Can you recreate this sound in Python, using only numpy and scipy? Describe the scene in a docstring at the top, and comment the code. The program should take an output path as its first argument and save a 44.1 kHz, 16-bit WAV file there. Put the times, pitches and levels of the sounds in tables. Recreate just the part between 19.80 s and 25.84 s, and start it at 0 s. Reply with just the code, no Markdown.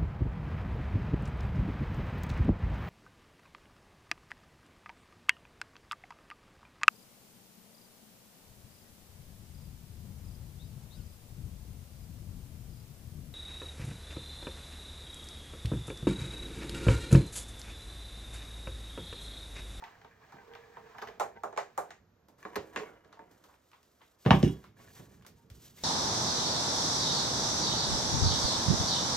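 """A hand-cranked embossing machine on a craft table in a small room, stereo microphone overhead.
Its rollers grind and tick as a stack of plastic plates feeds through; the gears knock as it comes free.
The stack is pulled off the hollow tray and dropped on the table, which booms; its top plate slides off.
Blows and the tiny slips of friction ring each body's modes, and a short room tail follows the blows."""
import sys
import numpy as np
from scipy import signal
from scipy.fft import rfft, irfft, next_fast_len
from scipy.io import wavfile
from scipy.ndimage import uniform_filter1d

SR = 44100
rng = np.random.default_rng(int(sys.argv[2]) if len(sys.argv) > 2 else 0)


def dump(signal):
    """Clip the signal to [-1, 1] and save it as 16-bit WAV at the path in sys.argv[1]."""
    limited = np.clip(np.atleast_2d(signal).T, -1, 1)
    pcm = np.round(limited * 32767).astype(np.int16)
    wavfile.write(sys.argv[1], SR, pcm)


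N = 266231
RING_TIME = np.arange(int(.55 * SR)) / SR

# Contacts: start_s, knock_db, then relative to the knock: body_db, crack_db, tick_db
ROLLER_TICKS = [(0.022, -35, -14, -25, -20), (0.039, -49.5, -24, 16.5, 3.5), (0.081, -50, -10, 5.5, -12),
                (0.215, -49, -3, 2, -9), (0.246, -39, -5, -8, -19), (0.522, -37.5, -14, -14, -14),
                (0.736, -52.5, -12, 13, -1), (0.751, -37, -10, -1, -11), (0.969, -30, -10, -15, -34),
                (1.148, -37, -14, -18, -27), (1.183, -33, -15, -5.5, -14), (1.217, -36, -23, 0.5, -10),
                (1.222, -26.5, -5, -11, -12.5), (1.273, -47.5, -11, 9, 2), (1.285, -35, -1, -3, -14)]
GEAR_KNOCKS = [(1.398, -26.5, -18.5, -11.5, -13.5), (1.404, -23, -13.5, -16, -29),
               (1.635, -29, -11, -17.5, -21.5), (1.727, -42, -8, -16, -33), (1.763, -41.5, -3, -9, -38),
               (1.775, -24.5, -13.5, -8, -21.5), (1.977, -24, -13, -16.5, -15.5), (2.106, -46, -27, 3, -16)]
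FINGER_TAPS = [(2.485, -62, 12, 0, 6.5), (2.636, -62, 4, 5, -6), (3.513, -63, 9.5, -10, 6),
               (3.64, -59.5, -15, 4.5, 7), (3.693, -56, -6, -8, -14), (3.741, -56.5, -11, -1, -21),
               (3.916, -57.5, -24, 2, -2), (3.932, -61, -1, 10, -20), (4.03, -66, -17, 4, 8.5),
               (4.216, -54.5, -15, 3, -26), (4.841, -45, -10.5, -7, -11.5), (5.197, -57, 12, -3, -20),
               (5.423, -55.5, -8, -1, -4.5), (5.449, -48, -16, -5, -11), (5.465, -53.5, 4, 7.5, 10.5),
               (5.701, -61.5, 4, 11.5, 13.5)]
SCUFFS = [(2.583, -54, -15, -8, -6.5), (3.322, -54.5, -8, -8, -19), (3.638, -50, -1.5, -23, -22),
          (3.686, -51.5, -18, -23, -29), (3.93, -49, -35, -15, -22), (4.207, -49, -8, -11, -27),
          (4.451, -35.5, 4, -0.5, -14.5), (4.83, -52.5, -17, -4, -9.5), (4.99, -58, -3.5, 0.5, -13),
          (5.16, -58.5, -16, 5, -11), (5.972, -59.5, 2, 7.5, 7)]
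TRAY_KNOCKS = [(2.651, -33, -4, -10.5, -25), (2.703, -56, 7, -3, -6), (2.757, -34, -25, 2, -6),
               (2.761, -29.5, -2, -24, -4.5), (2.961, -27.5, -7.5, -2, -14.5),
               (2.974, -38.5, 3, -0.5, -3.5), (2.997, -37, -4, -15, -9), (3.013, -48, 1.5, -28, -12),
               (3.247, -58, 1.5, -4.5, -5), (3.327, -48.5, -8.5, -9, -7), (3.392, -46.5, -3, -10.5, -22)]
PLATE_CLACKS = [(4.462, -21.5, 4.5, -9.5, -30), (4.507, -8, -18.5, -5, -31.5), (4.629, -32.5, 6, 0, -3.5)]
# Weight landing on the table top: start_s, thump_db, then relative to the thump: boom_db, thud_db
THUMPS = [(0.54, -51.5, -14, -1), (0.975, -54.5, -18, -11), (2.775, -54.5, 9.5, -19),
          (2.968, -52, -4.5, -9), (4.461, -13.5, -14, -12), (4.508, -7.5, -10.5, -13),
          (4.539, -14.5, -14, -8), (4.632, -10, -10.5, -5.5), (4.651, -37, -5, -11.5),
          (5.196, -42, -9, -9.5), (5.708, -51, 10, -31)]
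# Bands a blow excites, one per level column above: low_hz, high_hz, burst_t60_s, tail_db, room_t60_s
CONTACT_BANDS = [(633, 1438, 0.055, -8, 0.21), (170, 638, 0.097, -8, 0.43),
                 (1714, 3650, 0.011, -14.5, 0.25), (4200, 16000, 0.018, -10.5, 0.22)]
THUMP_BANDS = [(112, 250, 0.05, -15, 0.082), (58.6, 116, 0.15, -20.5, 0.4), (260, 460, 0.23, -15.5, 0.25)]
# Light touches that only set a body ringing: start_s, level_db, t60_factor
STACK_BUMPS = [(0.024, -42.5, 1), (3.373, -54.5, 0.49), (3.393, -49, 1), (4.218, -64, 0.93)]
EDGE_SLIPS = [(1.183, -64, 2), (2.758, -42, 0.9), (2.765, -48, 0.84)]
EDGE_SNAPS = [(1.184, -46.5, 0.96), (1.222, -49, .7), (1.273, -45, 0.86)]
TOP_PLATE_RATTLES = [(4.464, -49, 0.73), (4.509, -40, 1), (4.631, -44, 1), (4.648, -42, 0.47),
                     (4.678, -46.5, 0.97)]
# The stack dropping on the hollow tray: start_s, level_db, pitch_hz
TRAY_DROPS = [(2.763, -34.5, 411), (3.012, -37.5, 436.5)]
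# Effort on the crank, as the level of the grinding: time_s, level_db
CRANK_EFFORT = [(0.0, -55), (0.39, -63.5), (0.45, -58.5), (1.08, -56.5), (1.31, -57.5), (1.45, -67),
                (1.72, -64), (1.92, -62), (2.12, -60.5), (2.3, -100)]
# Pressure on the machine's frame and on the table top: start_s, length_s, level_db
SQUEEZE = (0.57, 0.88, -68)
HANDS_ON_TABLE = [(0, 3.55, -70.5), (4.467, 2.1, -60)]
# Plastic sliding: start_s, length_s, rub_db, then relative to the rub: hiss_db, grit_db
STROKES = [(2.564, 0.45, -55, -15, -2), (2.919, 0.17, -49.5, -27.5, -34), (3.228, 0.29, -61, -22, -26),
           (3.492, 0.24, -68.5, -5, -4), (3.792, 0.52, -89, 15, 6), (4.382, 0.14, -70, 7, -4.5),
           (4.467, 0.2, -48, -9, -7), (4.949, 0.1, -58.5, -8, -1.5), (5.059, 0.092, -72.5, 5.5, -8),
           (5.131, 0.045, -62, -1, 8.5), (5.278, 0.052, -64, -7.5, -2.5), (5.545, 0.021, -72, 1.5, -7.5),
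           (5.709, 0.12, -80, 16, -5), (5.814, 0.049, -70, 8, -6), (5.946, 0.17, -61.5, 6, -10)]
# The top plate's squeak: start_s, length_s, pitch_hz, level_db
SQUEAK = (5.565, .085, 921, -68)

# Modes of each body: pitch_hz, level_db, t60_s
ROLLER_MODES = [(200.4, -18, 0.24), (234, -9, 0.11), (455, -1, 0.041), (670, 2.5, 0.014), (798, -6, 0.19),
                (927, -4.5, 0.19), (990, -10, 0.087), (1084, -20.5, 0.026), (1559, -0.5, 0.051),
                (2010, -6, 0.034)]
GRIT_MODES = [(1140, -5, .06), (1600, -5, .04), (1710, 1, 0.06), (1830, -2, 0.045), (2350, -4, .04),
              (4110, -12, 0.015), (6130, -7, .012)]   # excited by grit between two plates
FRAME_MODES = [(442.2, -4, 0.45), (468, -5.5, 0.35)]
TABLE_MODES = [(65, -12, 0.45), (113, -4, 0.25), (129, -2, 0.24), (159.5, 3, 0.23), (192.5, 0, 0.23),
               (221, -9, .22), (240, -7, 0.16), (269, -11, .22), (288, -8, 0.17), (354, -5, .19),
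               (382, -9, .27)]
STACK_MODES = [(711, -13, .4), (908, 0, .16), (1114, -13, .13), (1787, -18, .15)]
EDGE_MODES = [(11500, 0, .05), (11660, -3, .05), (11950, -7, .09)]
SNAP_MODES = [(689, -1, .12), (1520, 0, .1), (1706, 0, .13), (1950, -3, .1), (3025, -9, .13),
              (5350, -14, .07), (6200, -15, .07)]
GEAR_MODES = [(405.6, 0, 0.26), (500, -9, 0.3), (580, -6, 0.3), (671, -3, 0.27), (724, 1, 0.25),
              (808, 6, 0.19), (867, 17, 0.04), (1105, -3, 0.16), (1194, -4, 0.15), (1303, -10, 0.15),
              (1374, -11, 0.11), (1480, -11, 0.11)]
CASING_MODES = [(1650, 1, .15), (1735, -2, .2), (1863, 4, .19), (2062, -8, .26), (2342, -1, .19),
                (2830, -9, .23), (3542, -5, .15), (3801, -2, .15), (4050, -6, .18), (4680, -11, .22),
                (5380, -8, .22), (6562, -10, .25), (6686, -8, .22), (7224, -7, .15), (7450, -9, .2)]
HELD_PLATE_MODES = [(720, 7, 0.031), (974.5, 7, 0.073), (1116, 4, 0.059), (1670, 6, 0.022),
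                    (1850, 2.5, 0.025), (2030, -4, 0.12), (2190, -11, 0.26), (2898, -6, 0.055)]
TRAY_MODES = [(229, 3, 0.099), (322, 0, 0.45), (436.6, 8.5, 0.22), (550, -2, 0.36), (645, -3.5, 0.25),
              (742, 1.5, 0.22), (1080, 3, 0.15), (1168, 15.5, 0.026), (1460, 3, 0.07), (1670, 23.5, 0.021),
              (1833, 1, 0.085), (2020, 6.5, 0.13), (2290, 7, 0.06)]
PLATE_MODES = [(528, -11, .22), (620, -7, 0.16), (735, -8, .16), (775, 1, .24), (821, -3, .19),
               (916, 1, .15), (1010, -5, .1), (1136, -5, 0.13), (1163, -7, .13), (1247, -7, 0.14),
               (1486, -13, .17), (1610, -11, .16), (1726, -7, 0.13), (1836, -6, .13), (2263, -10, .13),
               (2891, -11, .16)]
TOP_PLATE_MODES = [(2772, -2, .17), (2869, 0, .19), (2935, -2, .18), (3050, -6, .16), (3321, -3, .28),
                   (3768, -9, .22), (5136, -7, .22), (5330, -7, .17), (5560, -8, .15), (6212, -12, .2),
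                   (6690, -18, .4), (8059, -14, .19), (9082, -12, .25), (9300, -13, .16)]
# Spectra of each body's dense, overlapping modes: frequency_hz, density_db
ROLLER_COLOUR = [(71, -60), (120, -61), (348, -13.5), (445, 3.5), (524, -12.5), (684, 4), (949, 5),
                 (1140, 3), (1520, -6), (6240, -20), (10400, -41.5), (12500, -19), (16000, -59)]
TABLE_COLOUR = [(21, -48.5), (35, -18), (81, -9), (112, 6), (156, -0.5), (260, -10.5), (347, -18.5),
                (440, -21), (700, -31.5), (910, -33), (1540, -120)]
GEAR_COLOUR = [(120, -10.5), (260, -19), (420, -6.5), (800, -13), (1150, -18.5), (2000, -27), (3300, -38.5),
               (4000, -31.5), (4700, -27), (7000, -7.5), (10000, -10.5), (13000, -12), (16000, -28)]
HELD_PLATE_COLOUR = [(150, -11.5), (400, -14), (650, -12), (1050, 2.5), (1400, -4), (1800, -7.5),
                     (3000, -10), (5000, -6.5), (8000, -11), (13000, -9), (16000, -19.5)]
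TRAY_COLOUR = [(120, -12.5), (290, -16), (420, -11), (600, -14.5), (1000, -11), (1350, -17), (1750, -17),
               (2100, -16), (2550, -11.5), (3050, -19), (3550, -27), (4600, -31), (8000, -42), (12000, -67),
               (16000, -66)]
PLATE_COLOUR = [(150, -7), (300, -5), (500, -9), (800, -22.5), (1130, -18.5), (1350, -33.5), (1800, -32.5),
                (2450, -31), (3000, -30), (4300, -36), (5400, -24.5), (6300, -26), (8200, -41.5),
                (10000, -46), (16000, -64.5)]
# Spectra of friction, table rumble and room tone: frequency_hz, density_db
GRIND_HISS_COLOUR = [(2000, 7.5), (2800, -1), (5000, -5.5), (7500, -7), (10000, -15), (16000, -12)]
RUB_COLOUR = [(160, -35.5), (280, 1), (423, -1), (587, -3), (823, -3.5), (915, -16), (1230, -11),
              (1430, -4.5), (1710, -19), (3500, -24.5), (4550, -55.5), (7700, -120)]
SLIDE_HISS_COLOUR = [(2000, -5), (3200, 2), (5000, 1), (7500, 2.5), (10000, 1.5), (13000, 2.5),
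                     (16000, -15)]
RUMBLE_COLOUR = [(21, -48), (35, -18.5), (54, -2.5), (107, -0.5), (193, -3.5), (320, -14), (371, -13.5),
                 (450, -11), (580, -43.5), (990, -120)]
ROOM_COLOUR = [(15, -31.5), (25, -19), (64, 6), (190, -1), (560, -2), (863, -7), (1400, -8), (2690, -19.5),
               (6920, -23.5), (10100, -50.5), (12500, -16.5), (16000, -51.5)]
# Where things stand under the microphone: frequency_hz, left_minus_right_db
MACHINE_PAN = [(60, -4.5), (150, -1.5), (380, -6.5), (950, -1.5), (2380, 0), (5980, -1), (15000, 0)]
TABLE_PAN = [(60, -1.5), (120, -2), (240, -4), (480, -6), (950, 1.5), (1890, 4), (3770, -5), (7520, 11),
             (15000, 9.5)]
# How far the right microphone port lags the left: frequency_hz, lag_rad
PORT_LAG = [(0, 0), (300, 0.22), (700, 1.1), (1100, 0.25), (2100, 0.2), (3400, 1.2), (6100, 0.8),
            (8300, 2.1), (9900, 3.1), (11300, 3.2), (12400, 4.0), (13700, 6.2), (16000, 6.3)]


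def from_db(db):
    """Decibels to gain."""
    return 10 ** (np.asarray(db) / 20)


def rms_one(x):
    """Scale to rms 1."""
    return x / np.sqrt(np.mean(x ** 2) + 1e-20)


def peak_one(x):
    """Scale so that the loudest 5 ms have rms 1."""
    power = uniform_filter1d(np.mean(np.atleast_2d(x) ** 2, axis=0), size=SR // 200)
    return x / np.sqrt(power.max() + 1e-20)


def at_hz(points, hz):
    """Read a table on a log-frequency axis."""
    points_hz, values = np.transpose(points)
    return np.interp(np.log(np.maximum(hz, 1)), np.log(np.maximum(points_hz, 1)), values)


def band(x, low_hz, high_hz):
    """Causal band-pass."""
    return signal.sosfilt(signal.butter(3, [low_hz, high_hz], "band", fs=SR, output="sos"), x + 1e-18)


def decay(t60):
    """Exponential fall of 60 dB in t60 seconds."""
    return 1000 ** (-RING_TIME / t60)


def panned(pan, hz):
    """Left and right gains at these frequencies."""
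    return from_db(np.array([[.5], [-.5]]) * at_hz(pan, hz))


def place(track, start_s, sound):
    """Add a stereo sound to the track."""
    span = track[:, round(start_s * SR):][:, :sound.shape[1]]
    span += sound[:, :span.shape[1]]


def noise(colour, pan, size=N, spread=0.62):
    """Coloured stereo noise, rms 1; long waves and the highest treble are alike at both ports."""
    fft_size = next_fast_len(size, True)
    hz = np.fft.rfftfreq(fft_size, 1 / SR)
    mid, side = rfft(rng.standard_normal((2, fft_size)))
    side *= spread * hz / np.hypot(hz, 750) / np.hypot(1, (hz / 9000) ** 2)
    spectrum = np.array([mid + side, mid - side]) * panned(pan, hz) * from_db(at_hz(colour, hz))
    return rms_one(irfft(spectrum, fft_size)[:, :size])


def wander(rate_hz, depth_db):
    """A gain that wanders at random, rms 1."""
    knots = rng.standard_normal(int(N / SR * rate_hz) + 2)
    curve = np.interp(np.arange(N) / SR * rate_hz, np.arange(len(knots)), knots)
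    return rms_one(from_db(depth_db * curve))


def gesture(start, length, attack_s, release_s, growth_db=0):
    """Gain of one movement: it sets in, ramps from -2 * growth_db to -growth_db, then dies away."""
    t = np.arange(N) / SR - start
    growth = from_db(growth_db * (np.clip(t / length, 0, 1) - 2))
    return np.clip(t / attack_s, 0, 1) * growth * np.exp(-np.maximum(t - length, 0) / release_s)


def ringing(modes, pan, skew):
    """A body's modes after one tap; the left port leads by skew radians."""
    lead = np.array([[.5], [-.5]]) * skew
    return sum(from_db(db) * panned(pan, hz) * decay(t60) * np.sin(2 * np.pi * hz * RING_TIME + lead)
               for hz, db, t60 in modes)


def rubbed(modes, slips_per_s, spread_db, rough_db):
    """A body kept ringing by the tiny, uneven slips of friction."""
    sizes = from_db(spread_db * np.minimum(rng.exponential(1, N), 4)) * rng.choice([-1, 1], N)
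    slips = sizes * (rng.random(N) < slips_per_s / SR) * wander(35, rough_db)
    return signal.oaconvolve(slips[None], ringing(modes, MACHINE_PAN, skew=0.46), axes=1)[:, :N]


def touches(events, modes, pan, skew, scatter_db):
    """Light touches ring each mode with a strength of its own; pressure shortens the ring."""
    out = np.zeros((2, N))
    for start, level_db, t60_factor in events:
        struck = [(hz, db + scatter_db * rng.standard_normal(), t60 * t60_factor)
                  for hz, db, t60 in modes]
        place(out, start, from_db(level_db) * peak_one(ringing(struck, pan, skew)))
    return out


def blows(events, modes, colour, pan, skew, modes_db, click_db, room_db, swell_cycles,
          contact_s=0, click_hz=13000, burst_share=1, bands=CONTACT_BANDS):
    """Each blow is a contact click, the body's modes, a burst of dense modes and the room's tail."""
    out = np.zeros((2, N))
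    tone = ringing(modes, pan, skew)
    impulse = signal.unit_impulse(len(RING_TIME))
    contact = signal.sosfilt(signal.butter(2, click_hz, fs=SR, output="sos"), impulse)
    highest_hz = max(mode[0] for mode in modes)
    dense = np.array([noise(colour, pan, len(RING_TIME)) for _ in events])
    for k, (low_hz, high_hz, burst_t60, tail_db, room_t60) in enumerate(bands):
        # Low notes and soft contacts build slowly.
        swell_s = swell_cycles / np.sqrt(low_hz * high_hz) + contact_s
        swell = 1 - np.exp(-RING_TIME / swell_s)
        click = from_db(click_db) * peak_one(band(contact, low_hz, high_hz))
        ring = from_db(modes_db) * peak_one(band(tone * swell, low_hz, high_hz)) * (low_hz < highest_hz)
        room_tail = from_db(tail_db + room_db) * decay(room_t60)
        envelope = swell * np.hypot(decay(burst_t60 * burst_share), room_tail)
        bursts = band(dense * envelope, low_hz, high_hz)
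        for (start, level_db, *relative_db), burst in zip(events, bursts):
            gain = from_db(level_db + [0, *relative_db][k])
            place(out, start, gain * peak_one(click + ring + peak_one(burst)))
    return out


def rollers():
    """Slips between rollers and plates shake the machine, chafe and hiss with the effort on the crank."""
    effort = from_db(np.interp(np.arange(N) / SR, *np.transpose(CRANK_EFFORT), right=-120))
    slips = rubbed(ROLLER_MODES, slips_per_s=370, spread_db=4.5, rough_db=9.5)
    slipping = from_db(-3.5) * rms_one(band(slips, 220, 3900))
    rolling = from_db(-5.5) * noise(ROLLER_COLOUR, MACHINE_PAN) * wander(50, 3.8)
    grit = rubbed(GRIT_MODES, slips_per_s=300, spread_db=4, rough_db=4)
    chafing = from_db(-9) * rms_one(band(grit, 1400, 2600))
    hissing = from_db(-7.5) * noise(GRIND_HISS_COLOUR, MACHINE_PAN) * wander(140, 0.78)
    return effort * (slipping + rolling + chafing + hissing)


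def table_rumble():
    """The table top rumbles while the hands crank the machine or work on the stack."""
    leaning = sum(from_db(db) * gesture(start, length, attack_s=.03, release_s=.1)
                  for start, length, db in HANDS_ON_TABLE)
    return leaning * noise(RUMBLE_COLOUR, TABLE_PAN) * wander(32, 3.2)


def roller_ticks():
    """The rollers tick under load."""
    return from_db(-12) * blows(
        ROLLER_TICKS, ROLLER_MODES, ROLLER_COLOUR, MACHINE_PAN, skew=0.047,
        modes_db=-6, click_db=-30, room_db=0.5, swell_cycles=0.7, click_hz=5000, burst_share=0.96)


def stack():
    """The stack rings hollowly when bumped, pings as a hard edge slips and snaps out of the rollers."""
    bumps = touches(STACK_BUMPS, STACK_MODES, MACHINE_PAN, skew=0.2, scatter_db=1.5)
    pings = touches(EDGE_SLIPS, EDGE_MODES, MACHINE_PAN, skew=0.8, scatter_db=1.5)
    snaps = touches(EDGE_SNAPS, SNAP_MODES, MACHINE_PAN, skew=0.17, scatter_db=2.5)
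    return bumps + pings + snaps


def table_thumps():
    """The table top booms as weight lands on it."""
    return from_db(-3) * blows(
        THUMPS, TABLE_MODES, TABLE_COLOUR, TABLE_PAN, skew=.05,
        modes_db=6, click_db=8, room_db=-3, swell_cycles=0.058, bands=THUMP_BANDS)


def frame_groan():
    """The frame groans as the thick of the stack is squeezed between the rollers."""
    start, length, level_db = SQUEEZE
    load = from_db(level_db) * gesture(start, length, attack_s=0.045, release_s=0.35, growth_db=-4)
    groan = rms_one(rubbed(FRAME_MODES, slips_per_s=240, spread_db=0.5, rough_db=3))
    return load * groan * wander(16, 3)


def gear_knocks():
    """The gears knock as the load lets go; the stiff train's burst dies sooner than a loose plate's."""
    return from_db(-2.5) * blows(
        GEAR_KNOCKS, GEAR_MODES, GEAR_COLOUR, MACHINE_PAN, skew=0.6,
        modes_db=-1, click_db=-15, room_db=-0.5, swell_cycles=1.13, burst_share=.75)


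def casing():
    """Every gear or tray knock leaves the casing ringing, the louder the harder its crack."""
    events = [(start, knock_db + crack_db - 11.5, 1)
              for start, knock_db, _, crack_db, _ in GEAR_KNOCKS + TRAY_KNOCKS]
    return touches(events, CASING_MODES, MACHINE_PAN, skew=1, scatter_db=2)


def fingers():
    """Nails tap and fingers scuff on the plates, damped by the grip."""
    taps = blows(FINGER_TAPS, HELD_PLATE_MODES, HELD_PLATE_COLOUR, MACHINE_PAN, skew=0.37,
                 modes_db=-22, click_db=-0.5, room_db=4, swell_cycles=0.23, contact_s=0.00021)
    scuffs = blows(SCUFFS, HELD_PLATE_MODES, HELD_PLATE_COLOUR, MACHINE_PAN, skew=0.096,
                   modes_db=-3.5, click_db=-4.5, room_db=-7, swell_cycles=0.6, contact_s=0.023)
    return from_db(-8) * taps + from_db(-10) * scuffs


def sliding():
    """Plastic rubs, hisses and scrapes over tray, fingers and plates; each stroke gathers speed."""
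    rub = hiss = grit = 0
    for start, length, rub_db, hiss_db, grit_db in STROKES:
        speed = gesture(start, length, attack_s=0.041, release_s=0.071, growth_db=5)
        rub += from_db(rub_db) * speed
        hiss += from_db(rub_db + hiss_db) * speed
        grit += from_db(rub_db + grit_db) * speed
    scraping = rms_one(rubbed(GRIT_MODES, slips_per_s=260, spread_db=5.5, rough_db=4))
    singing = from_db(-3) * rms_one(rubbed(HELD_PLATE_MODES, slips_per_s=450, spread_db=4, rough_db=4))
    rubbing = from_db(-1) * noise(RUB_COLOUR, MACHINE_PAN) * wander(99, 2.4)
    hissing = from_db(6.5) * wander(110, 2.1) * noise(SLIDE_HISS_COLOUR, MACHINE_PAN, spread=0.036)
    return rub * (singing + rubbing) + hiss * hissing + grit * scraping


def tray_knocks():
    """The stack bumps over the tray as it is pulled off."""
    return from_db(-5) * blows(
        TRAY_KNOCKS, TRAY_MODES, TRAY_COLOUR, MACHINE_PAN, skew=0.073,
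        modes_db=0, click_db=-8, room_db=3, swell_cycles=0.27, click_hz=5550)


def tray_hollow(build_s=0.01, t60_s=.11):
    """The hollow tray answers each drop with one low note, higher once less weight rests on it."""
    out = np.zeros((2, N))
    swell = 1 - np.exp(-RING_TIME / build_s)
    for start, level_db, hz in TRAY_DROPS:
        note = swell * ringing([(hz, 0, t60_s)], MACHINE_PAN, skew=0.1)
        place(out, start, from_db(level_db) * peak_one(note))
    return out


def plate_drop():
    """The stack lands edge first, slaps flat and rocks once more; the loose top plate rattles on."""
    clacks = blows(PLATE_CLACKS, PLATE_MODES, PLATE_COLOUR, TABLE_PAN, skew=-0.36,
                   modes_db=-5.5, click_db=5, room_db=7.5, swell_cycles=0.4, click_hz=4990)
    # Broad faces meet with little treble.
    clacks = signal.sosfilt(signal.butter(3, 7800, fs=SR, output="sos"), clacks)
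    rattle = touches(TOP_PLATE_RATTLES, TOP_PLATE_MODES, TABLE_PAN, skew=0.082, scatter_db=-1.5)
    return from_db(-4) * clacks + rattle


def squeak():
    """The top plate sticks and slips as it is lifted: a faint tone that swells and fades."""
    start, length, hz, level_db = SQUEAK
    progress = np.clip((np.arange(N) / SR - start) / length, 0, 1)
    phase = 2 * np.pi * hz * np.cumsum(wander(80, 0.055)) / SR
    return from_db(level_db) * np.sin(np.pi * progress) * np.sin(phase) * wander(60, 1.8)


def scene():
    """All sources over quiet room tone; sound reaches the right port a moment after the left."""
    room_tone = from_db(-70.5) * noise(ROOM_COLOUR, MACHINE_PAN)
    machine = rollers() + roller_ticks() + frame_groan() + gear_knocks() + casing()
    table = table_rumble() + table_thumps()
    tray = tray_knocks() + tray_hollow()
    plates = stack() + fingers() + sliding() + plate_drop() + squeak()
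    left, right = room_tone + machine + table + tray + plates
    fft_size = next_fast_len(N + SR // 100, True)
    lag_rad = np.interp(np.fft.rfftfreq(fft_size, 1 / SR), *np.transpose(PORT_LAG))
    late_right = irfft(rfft(right, fft_size) * np.exp(-1j * lag_rad), fft_size)[:N]
    return np.array([left, late_right])


def record(dry):
    """The microphone signal is cut steeply above 15.9 kHz."""
    return signal.sosfilt(signal.ellip(10, .2, 80, 15900, fs=SR, output="sos"), dry)


dry = scene()
out = record(dry)
dump(out)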